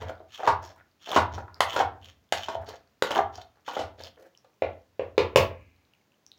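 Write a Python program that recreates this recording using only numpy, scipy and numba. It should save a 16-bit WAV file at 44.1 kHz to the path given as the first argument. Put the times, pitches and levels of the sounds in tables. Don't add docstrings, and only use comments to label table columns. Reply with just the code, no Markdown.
import sys
import numpy as np
from scipy import signal
from scipy.fft import rfft, irfft
from scipy.io import wavfile
from numba import njit

SR = 44100
rng = np.random.default_rng(int(sys.argv[2]) if len(sys.argv) > 2 else 0)


def wav_record(signal):
    frames = np.transpose(np.atleast_2d(signal))
    bounded = np.clip(frames, -1, 1)
    quanta = np.round(bounded * 32767).astype(np.int16)
    wavfile.write(sys.argv[1], SR, quanta)


N = 281358
T = np.arange(int(.6 * SR)) / SR

# (enters the mash [s], meets the base [s], thud level [dB], thud pitch [Hz], grinding time [s],
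# stove boom [dB], crackle on entry [dB], crackle at the base [dB], squelch at the base [dB])
STROKES = [(0.275, 0.474, -6, 879, 0.016, -32, -57.5, -45, -33),
           (0.992, 1.161, -5, 926, 0.019, -26, -56.5, -37, -30.5),
           (1.61, 1.801, -7, 793, 0.012, -34.5, -51, -36, -29),
           (2.339, 2.552, -12.5, 718, 0.0038, -38, -41, -52, -44),
           (3.031, 3.1882, -5, 782, 0.006, -38.5, -47.5, -42.5, -24.5),
           (3.647, 3.790, -22.5, 693, 0.025, -38, -51, -44.5, -35.5)]
# (time [s], level [dB], pitch [Hz], grit [dB])
JOLTS = [(.017, -26, 796, -13), (.094, -23, 697, -23.5), (0.2028, -31, 630, -34.5),
         (0.402, -24.5, 660, -20), (.432, -17, 750, -26), (1.087, -26.5, 720, -14), (1.130, -16, 830, -16),
         (1.379, -21.5, 783, -26), (1.479, -35, 1000, -29), (1.763, -12, 900, -11),
         (2.484, -17.5, 810, -12), (3.1063, -18, 610, -5.5), (3.166, -11.5, 706, -27),
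         (3.381, -28.5, 754, -35), (3.679, -19.5, 980, -16.5), (3.7665, -14, 755, -22),
         (4.445, -45, 697, -12)]
JOLT_GRIND_S = 0.0075
GRIT_DB, GRIT_AT_S, GRIT_DB_PER_DOUBLING = -13.5, .02, 11.5


def base_blows():
    blows = []
    for _, s, db, hz, grind_s, *_ in STROKES:
        grit_db = GRIT_DB + GRIT_DB_PER_DOUBLING * np.log2(grind_s / GRIT_AT_S)
        blows.append((s, db, hz, grind_s, grit_db))
    return blows + [(s, db, hz, JOLT_GRIND_S, grit_db) for s, db, hz, grit_db in JOLTS]


# (frequency [Hz], level [dB])
GRIND = [(60, -20), (200, -5.5), (330, 5), (600, -1.5), (1000, -2), (1500, -3), (2100, -11.5),
         (4000, -39.5), (16000, -50.5)]
# (frequency [Hz], level [dB])
GRIT = [(300, -16.5), (1200, 3.5), (2200, 7), (3600, 5.5), (6000, -1.5), (16000, -17)]
# (frequency [Hz], level [dB])
POT = [(277, -7.5), (370, -5.5), (405, -6), (458, -10.5), (528, -6.5), (600, -0.5), (662, -2), (690, -16.5),
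       (790, -0.5), (900, 2.5), (985, -2.5), (1113, -4), (1212, -13), (1425, -8.5), (1688, -14),
       (2100, -12), (2277, -6.5), (2610, -9.5), (3467, -9)]
POT_T60_S = .24


def thuds(ring_db=-9, tone_db=-6):
    out = np.zeros(N)
    for s, db, hz, grind_s, grit_db in base_blows():
        press = (1 - np.exp(-T / 0.00062)) * np.exp(-T / grind_s)
        slips, grains = rng.standard_normal((2, len(T)))
        rub = signal.hilbert(resonate(colour(slips, GRIND), hz, q=2.2))
        even_rub = rub.real / np.sqrt(np.abs(rub) + 1e-9)
        rub = unit(press * even_rub)
        phase = 2 * np.pi * np.cumsum(hz * (1 + .05 * walk(T, 120))) / SR
        note = unit(press * np.sin(phase))
        base = unit(rub + undb(tone_db - (grit_db + 20) * .7) * note)
        blow = base + undb(grit_db) * unit(colour(grains * press, GRIT))
        pot = modes(POT, POT_T60_S, shift=rng.uniform(.97, 1.03))
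        ring = unit(through(blow, pot))
        add(out, s, undb(db) * np.linalg.norm(press) / 2 * (blow + undb(ring_db) * ring))
    return out


# (time [s], tearing level [dB], suction level [dB], tearing cavity pitch [Hz], stove boom [dB])
LIFTS = [(0, -52.5, -40.5, 3360, -33.5), (0.614, -54, -49.5, 4600, -53), (1.305, -52, -43.5, 4200, -31.5),
         (2.011, -53.5, -63, 3200, -50.5), (2.654, -51.5, -43, 4850, -67.5), (3.32, -50, -60, 4100, -48),
         (3.977, -49.5, -47.5, 3700, -48.5)]
LIFT_S, LIFT_FADE_DB, SUCTION_HZ = 0.099, 5.5, 668.6
PRESS_CAVITY_HZ = 3300


def tearing():
    down = [(enter, base, entry_db, base_db, PRESS_CAVITY_HZ)
            for enter, base, *_, entry_db, base_db, _ in STROKES]
    up = [(s, s + LIFT_S, db, db - LIFT_FADE_DB, hz) for s, db, _, hz, _ in LIFTS]
    return down + up


# (time [s], level [dB], cavity pitch [Hz])
CLOTS = [(.76, -53.5, 1400), (1.544, -56, 1100), (2.591, -46, 705), (3.549, -63, 1080), (4.165, -53, 491),
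         (4.22, -52.5, 560)]
CLOT_S, CLOT_FADE_DB = .055, 7
SQUEEZE_S, SQUEEZE_RISE_DB, SQUEEZE_HZ = .1, 15, 840


def squeezing():
    down = [(base - SQUEEZE_S, base, db - SQUEEZE_RISE_DB, db, SQUEEZE_HZ) for _, base, *_, db in STROKES]
    up = [(s, s + LIFT_S, db, db - LIFT_FADE_DB, SUCTION_HZ) for s, _, db, *_ in LIFTS]
    slumps = [(s, s + CLOT_S, db, db - CLOT_FADE_DB, hz) for s, db, hz in CLOTS]
    return down + up + slumps


def ticks(rate, spread_db, spectrum):
    sizes = undb(spread_db * np.minimum(rng.exponential(size=N), 4))
    clicks = (rng.random(N) < rate / SR) * sizes * rng.choice([-1, 1], N)
    return unit(colour(clicks, spectrum)) * np.sqrt(N)


# (frequency [Hz], level [dB])
CRACKLE = [(300, -20.5), (1200, 4), (2100, -0.5), (3400, 2.5), (4600, -6), (6500, -0.5), (9000, -17),
           (16000, -10)]
# (frequency [Hz], level [dB])
SQUELCH = [(60, -17.5), (200, -13.5), (400, -2.5), (700, -4.5), (1100, -10.5), (1700, -7), (6000, -45.5),
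           (16000, -64.5)]


def mash(moves, spectrum, rate, spread_db, q, cavity_db, lumpy_db, swell_s, stop_s=0.025):
    out, ruptures = np.zeros(N), ticks(rate, spread_db, spectrum)
    for start, end, from_db, to_db, hz in moves:
        span = max(end - start, stop_s)
        t = T[:int((span + stop_s) * SR)]
        gate = np.clip(np.minimum(t / swell_s, (span + stop_s - t) / stop_s), 0, 1)
        lumps = undb(lumpy_db * walk(t, 70))
        grains = ruptures[max(int(start * SR), 0):][:len(t)] * gate * lumps
        slow = sweep(grains, np.minimum(hz * np.exp(.1 * walk(t, 20)), SR / 3), float(q))
        quick = sweep(grains, np.minimum(hz * np.exp(.28 * walk(t, 70)), SR / 3), float(q))
        cavities = unit(slow) + unit(quick)
        sound = unit(unit(grains) + undb(cavity_db) * cavities) * np.sqrt(span * SR)
        add(out, start, sound * undb(np.interp(t, [0, span], [from_db, to_db])))
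    return out


def hollow(x):
    bounces = rng.standard_normal(len(T)) * np.exp(-T / .002) * (T > .0005)
    return x + undb(-7) * through(x, unit(bounces))


def bubbles(moves, count, above_db, scatter_db, octaves):
    rows = []
    for start, end, from_db, to_db, hz in moves:
        for when, size, pitch in rng.random((count, 3)):
            s = start + when * (end - start)
            db = from_db + when * (to_db - from_db) + above_db + scatter_db * (2 * size - 1)
            pitch_hz = hz * 2 ** (octaves * (2 * pitch - 1))
            rows.append((s, db, min(pitch_hz, SR / 3)))
    return rows


def pops(table, cycles=3.2, snap_db=-11):
    out, t = np.zeros(N), T[:int(.05 * SR)]
    for s, db, hz in table:
        cavity = np.sin(2 * np.pi * hz * t) + undb(snap_db) * rng.standard_normal(len(t))
        add(out, s, undb(db) * cavity * (1 - np.exp(-t * hz)) * np.exp(-t * hz / cycles))
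    return out


# (time [s], level [dB], pitch [Hz])
POPS = [(.346, -29, 3300), (1.116, -13.5, 3440), (1.544, -29.5, 4954), (1.731, -20.5, 3400),
        (2.045, -30, 3290), (3.117, -14.5, 3040), (3.151, -17.5, 3040), (4.037, -22.5, 4860),
        (4.071, -31, 3120), (4.35, -43.5, 3020), (4.375, -37, 5510), (5.936, -45, 2830),
        (6.265, -32.5, 5760), (6.317, -31.5, 3860)]


def air_pockets(resting_db=-61, resting_hz=3000):
    bright = bubbles(tearing(), count=6, above_db=7.5, scatter_db=5.5, octaves=0.5)
    low = bubbles(squeezing(), count=3, above_db=7, scatter_db=9, octaves=0.9)
    resting = [(0, N / SR, resting_db, resting_db, resting_hz)]
    faint = bubbles(resting, count=70, above_db=5.5, scatter_db=7.5, octaves=1)
    return pops(POPS + bright + low + faint)


# (time [s], level [dB], thump pitch [Hz], crack [dB], wall ring [dB], stove boom [dB])
KNOCKS = [(1.6054, -10.5, 650.5, 4, -4, -41), (2.3234, -10, 656, -1.5, -13.5, -41.5),
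          (3.023, -11.5, 520, -0.5, -10.5, -64.5)]
KNOCK_SWELL_CYCLES, KNOCK_TOP_HZ = 0.73, 6400
# (frequency [Hz], level [dB])
CRACK = [(100, -18), (350, -19), (900, 3.5), (1500, 3), (2300, -6), (3600, -6), (6000, -17), (16000, 9)]


def wall_blows():
    return [(s, db, hz, KNOCK_SWELL_CYCLES / hz, crack_db, KNOCK_TOP_HZ, ring_db)
            for s, db, hz, crack_db, ring_db, _ in KNOCKS]


# (time [s], level [dB], thump pitch [Hz])
RAPS = [(4.6211, -11.5, 571), (4.9947, -15, 515), (5.1790, -6.5, 478), (5.3589, -1.5, 544)]
RAP_SWELL_CYCLES, RAP_CRACK_DB, RAP_RING_DB, RAP_BOOM_DB, RAP_TOP_HZ = 0.89, -4, -5, -22.5, 6200
RAP_HARDNESS_DB_PER_DB, RAP_DB_PER_OCTAVE = 0.69, 10.5
# (frequency [Hz], level [dB])
RIM = [(100, -6.5), (350, -4), (1000, 4.5), (1650, -8), (2550, -1), (3400, -6), (6000, -11.5),
       (16000, -4.5)]


def rim_blows():
    blows = []
    for s, db, hz in RAPS:
        hardness_db = RAP_HARDNESS_DB_PER_DB * db
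        top_hz = RAP_TOP_HZ * 2 ** (db / RAP_DB_PER_OCTAVE)
        blows.append((s, db, hz, RAP_SWELL_CYCLES / hz, RAP_CRACK_DB + hardness_db,
                      top_hz, RAP_RING_DB + hardness_db))
    return blows


def knocks(blows, spectrum, pot, rise_s, tick_s, chatter_db, chatter_s, sheen_db):
    out = np.zeros(N)
    for s, db, hz, swell_s, crack_db, top_hz, ring_db in blows:
        thump = T / swell_s * np.exp(1 - T / swell_s) * np.sin(2 * np.pi * hz * T)
        size = np.linalg.norm(thump)
        decay = np.exp(-T / tick_s) + undb(chatter_db) * np.exp(-T / chatter_s)
        force = (1 - np.exp(-T / rise_s)) * decay
        contact = colour(rng.standard_normal(len(T)) * force, spectrum)
        crack = signal.lfilter(*signal.butter(3, min(top_hz, SR / 3), fs=SR), contact)
        sheen_gain = undb(sheen_db) * min(top_hz / 6500, 1) ** 5
        sheen = sheen_gain * unit(rng.standard_normal(len(T)) * force)
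        blow = thump + size * undb(crack_db) * (unit(crack) + sheen)
        ring = size * undb(ring_db) * unit(through(blow, pot))
        add(out, s, undb(db) * (blow + ring))
    return out


# (frequency [Hz], level [dB])
MASHER = [(1690, -6), (2102, -6), (2277, -6), (2420, -3.5), (2612, -7), (2900, -11)]


def masher(clank_db=-21, clank_t60_s=0.032, sing_db=-51, sing_t60_s=0.94, detune=.07):
    out = np.zeros(N)
    for s, db, _ in RAPS:
        add(out, s, undb(db + clank_db) * modes(MASHER, clank_t60_s))
        bar_db = db * (3.5 + RAP_HARDNESS_DB_PER_DB) + sing_db
        for offset in 2 * rng.random(size=4) - 1:
            add(out, s, undb(bar_db) * modes(MASHER, sing_t60_s, shift=1 + detune * offset))
    return out


# (frequency [Hz], level [dB])
GRATE = [(131, 8), (158, -5.5), (203, -5)]


def grate(db=-20, t60_s=0.23, swell_s=.03):
    out, thrum = np.zeros(N), modes(GRATE, t60_s)
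    thrum = thrum * (1 - np.exp(-T[:len(thrum)] / swell_s))
    for s, rap_db, _ in RAPS:
        add(out, s, undb(db + rap_db * (1.5 + RAP_HARDNESS_DB_PER_DB)) * thrum)
    return out


def stove_loads():
    strokes = [(s, boom_db) for _, s, _, _, _, boom_db, *_ in STROKES]
    lifts_and_knocks = [(s, boom_db) for s, *_, boom_db in LIFTS + KNOCKS]
    raps = [(s, RAP_BOOM_DB + db * (0.5 + RAP_HARDNESS_DB_PER_DB)) for s, db, _ in RAPS]
    return strokes + lifts_and_knocks + raps


# (frequency [Hz], level [dB])
STOVE = [(68, -2), (86, 9.5), (99, 5), (133, -4.5), (182, -24.5), (232, -7.5)]
STOVE_T60_S = .33
# (frequency [Hz], level [dB])
RUMBLE = [(25, -13), (60, 1.5), (90, 2), (170, -15), (300, -11), (600, -44), (2000, -81)]


def stove(swell_s=0.061, rumble_db=-10, rumble_s=0.11):
    out, boom = np.zeros(N), np.zeros(len(T))
    add(boom, 0, modes(STOVE, STOVE_T60_S))
    boom *= 1 - np.exp(-T / swell_s)
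    shudder = (1 - np.exp(-T / swell_s)) * np.exp(-T / rumble_s)
    rumble = np.pad(colour(rng.standard_normal(N), RUMBLE), (0, len(T)))
    for s, boom_db in stove_loads():
        panel = unit(rumble[int(s * SR):][:len(T)] * shudder)
        add(out, s, undb(boom_db) * (boom + undb(rumble_db) * np.linalg.norm(boom) * panel))
    return out


# (frequency [Hz], t60 [s])
KITCHEN = [(100, 0.3), (500, 0.29), (1500, 0.32), (4000, 0.22), (8000, 0.11), (15000, 0.22)]


def kitchen(first_s=0.0048, build_s=0.0063):
    hz = np.fft.rfftfreq(len(T), 1 / SR)
    noise, out = rfft(rng.standard_normal(len(T))), 0
    centres = np.geomspace(60, 16000, 16)
    for centre, pick in zip(centres, np.eye(len(centres))):
        share = at_hz(np.c_[centres, pick], hz)
        decay = np.exp(-np.log(1000) * T / at_hz(KITCHEN, centre))
        tail = irfft(noise * share, len(T)) * decay
        tail *= np.clip((T - first_s) / build_s, 0, 1)
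        out = out + unit(tail) * np.sqrt(share.sum())
    return unit(out)


# (frequency [Hz], level [dB])
QUIET = [(18, -40), (30, -17), (100, -1), (303, -4), (1190, -12), (5040, -20), (8300, -23), (16000, -20)]


def background(rms_db=-69):
    return undb(rms_db) * np.sqrt(N) * unit(colour(rng.standard_normal(N), QUIET))


def undb(db):
    return 10 ** (np.asarray(db) / 20)


def unit(x):
    return x / np.sqrt(np.sum(x ** 2))


def at_hz(points, hz):
    f, value = np.transpose(points)
    return np.interp(np.log(np.maximum(hz, 1)), np.log(f), value)


def colour(x, points, size=4096):
    cepstrum = irfft(np.log(undb(at_hz(points, np.fft.rfftfreq(size, 1 / SR)))))
    cepstrum[1:size // 2] *= 2
    cepstrum[size // 2 + 1:] = 0
    return through(x, irfft(np.exp(rfft(cepstrum))))


def through(x, response):
    return signal.fftconvolve(x, response)[:len(x)]


def resonate(x, hz, q):
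    return signal.lfilter(*signal.iirpeak(min(hz, SR / 3), max(q, 1), fs=SR), x)


@njit
def sweep(x, hz, q):
    y, band, low = np.empty(len(x)), 0., 0.
    for i in range(len(x)):
        g = np.tan(np.pi * hz[i] / SR)
        v = (band + g * (x[i] - low)) / (1 + g * (g + 1 / q))
        band, low, y[i] = 2 * v - band, low + 2 * g * v, v / q
    return y


def modes(table, t60_s, shift=1):
    t = T[:int(1.2 * t60_s * SR)]
    tones = sum(undb(db) * np.sin(2 * np.pi * (shift * hz * t + rng.random())) for hz, db in table)
    return np.exp(-np.log(1000) * t / t60_s) * tones


def walk(t, rate):
    return np.interp(t * rate, np.arange(256), rng.standard_normal(256))


def add(track, s, sound):
    i = max(int(s * SR), 0)
    track[i:i + len(sound)] += sound[:N - i]


def scene(knock_room_db=-5, rap_room_db=-1, thud_room_db=-4, mash_room_db=-8):
    pot, room = modes(POT, POT_T60_S), kitchen()
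    base = thuds()
    crackle = mash(tearing(), CRACKLE, rate=1300, spread_db=5.4, q=7, cavity_db=-5, lumpy_db=3.5, swell_s=.03)
    squelch = mash(squeezing(), SQUELCH, rate=900, spread_db=3.5, q=8, cavity_db=-2, lumpy_db=2.5,
                   swell_s=.022)
    wet = hollow(crackle) + squelch + air_pockets()
    wall = knocks(wall_blows(), CRACK, pot, rise_s=0.00057, tick_s=0.0012,
                  chatter_db=-18.5, chatter_s=0.016, sheen_db=-17)
    rim = knocks(rim_blows(), RIM, pot, rise_s=0.003, tick_s=0.0013,
                 chatter_db=-27.5, chatter_s=0.026, sheen_db=-3.5)
    rim = rim + masher()
    send = undb(knock_room_db) * wall + undb(rap_room_db) * rim
    send = send + undb(thud_room_db) * base + undb(mash_room_db) * wet
    direct = base + wet + wall + rim
    return (direct + through(send, room) + stove() + grate() + background())[None]


# (frequency [Hz], level [dB])
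MICROPHONE = [(20, -18), (45, -10), (75, 0), (6800, 0), (8200, -8), (13500, -8), (15200, -2), (16500, -11)]
TOP_HZ = 16300


def record(dry):
    x = colour(dry[0], MICROPHONE)
    x = x / (1 + (x / .8) ** 4) ** .25
    return signal.sosfilt(signal.ellip(8, .2, 80, TOP_HZ, fs=SR, output="sos"), x)[None]


dry = scene()
out = record(dry)
wav_record(out)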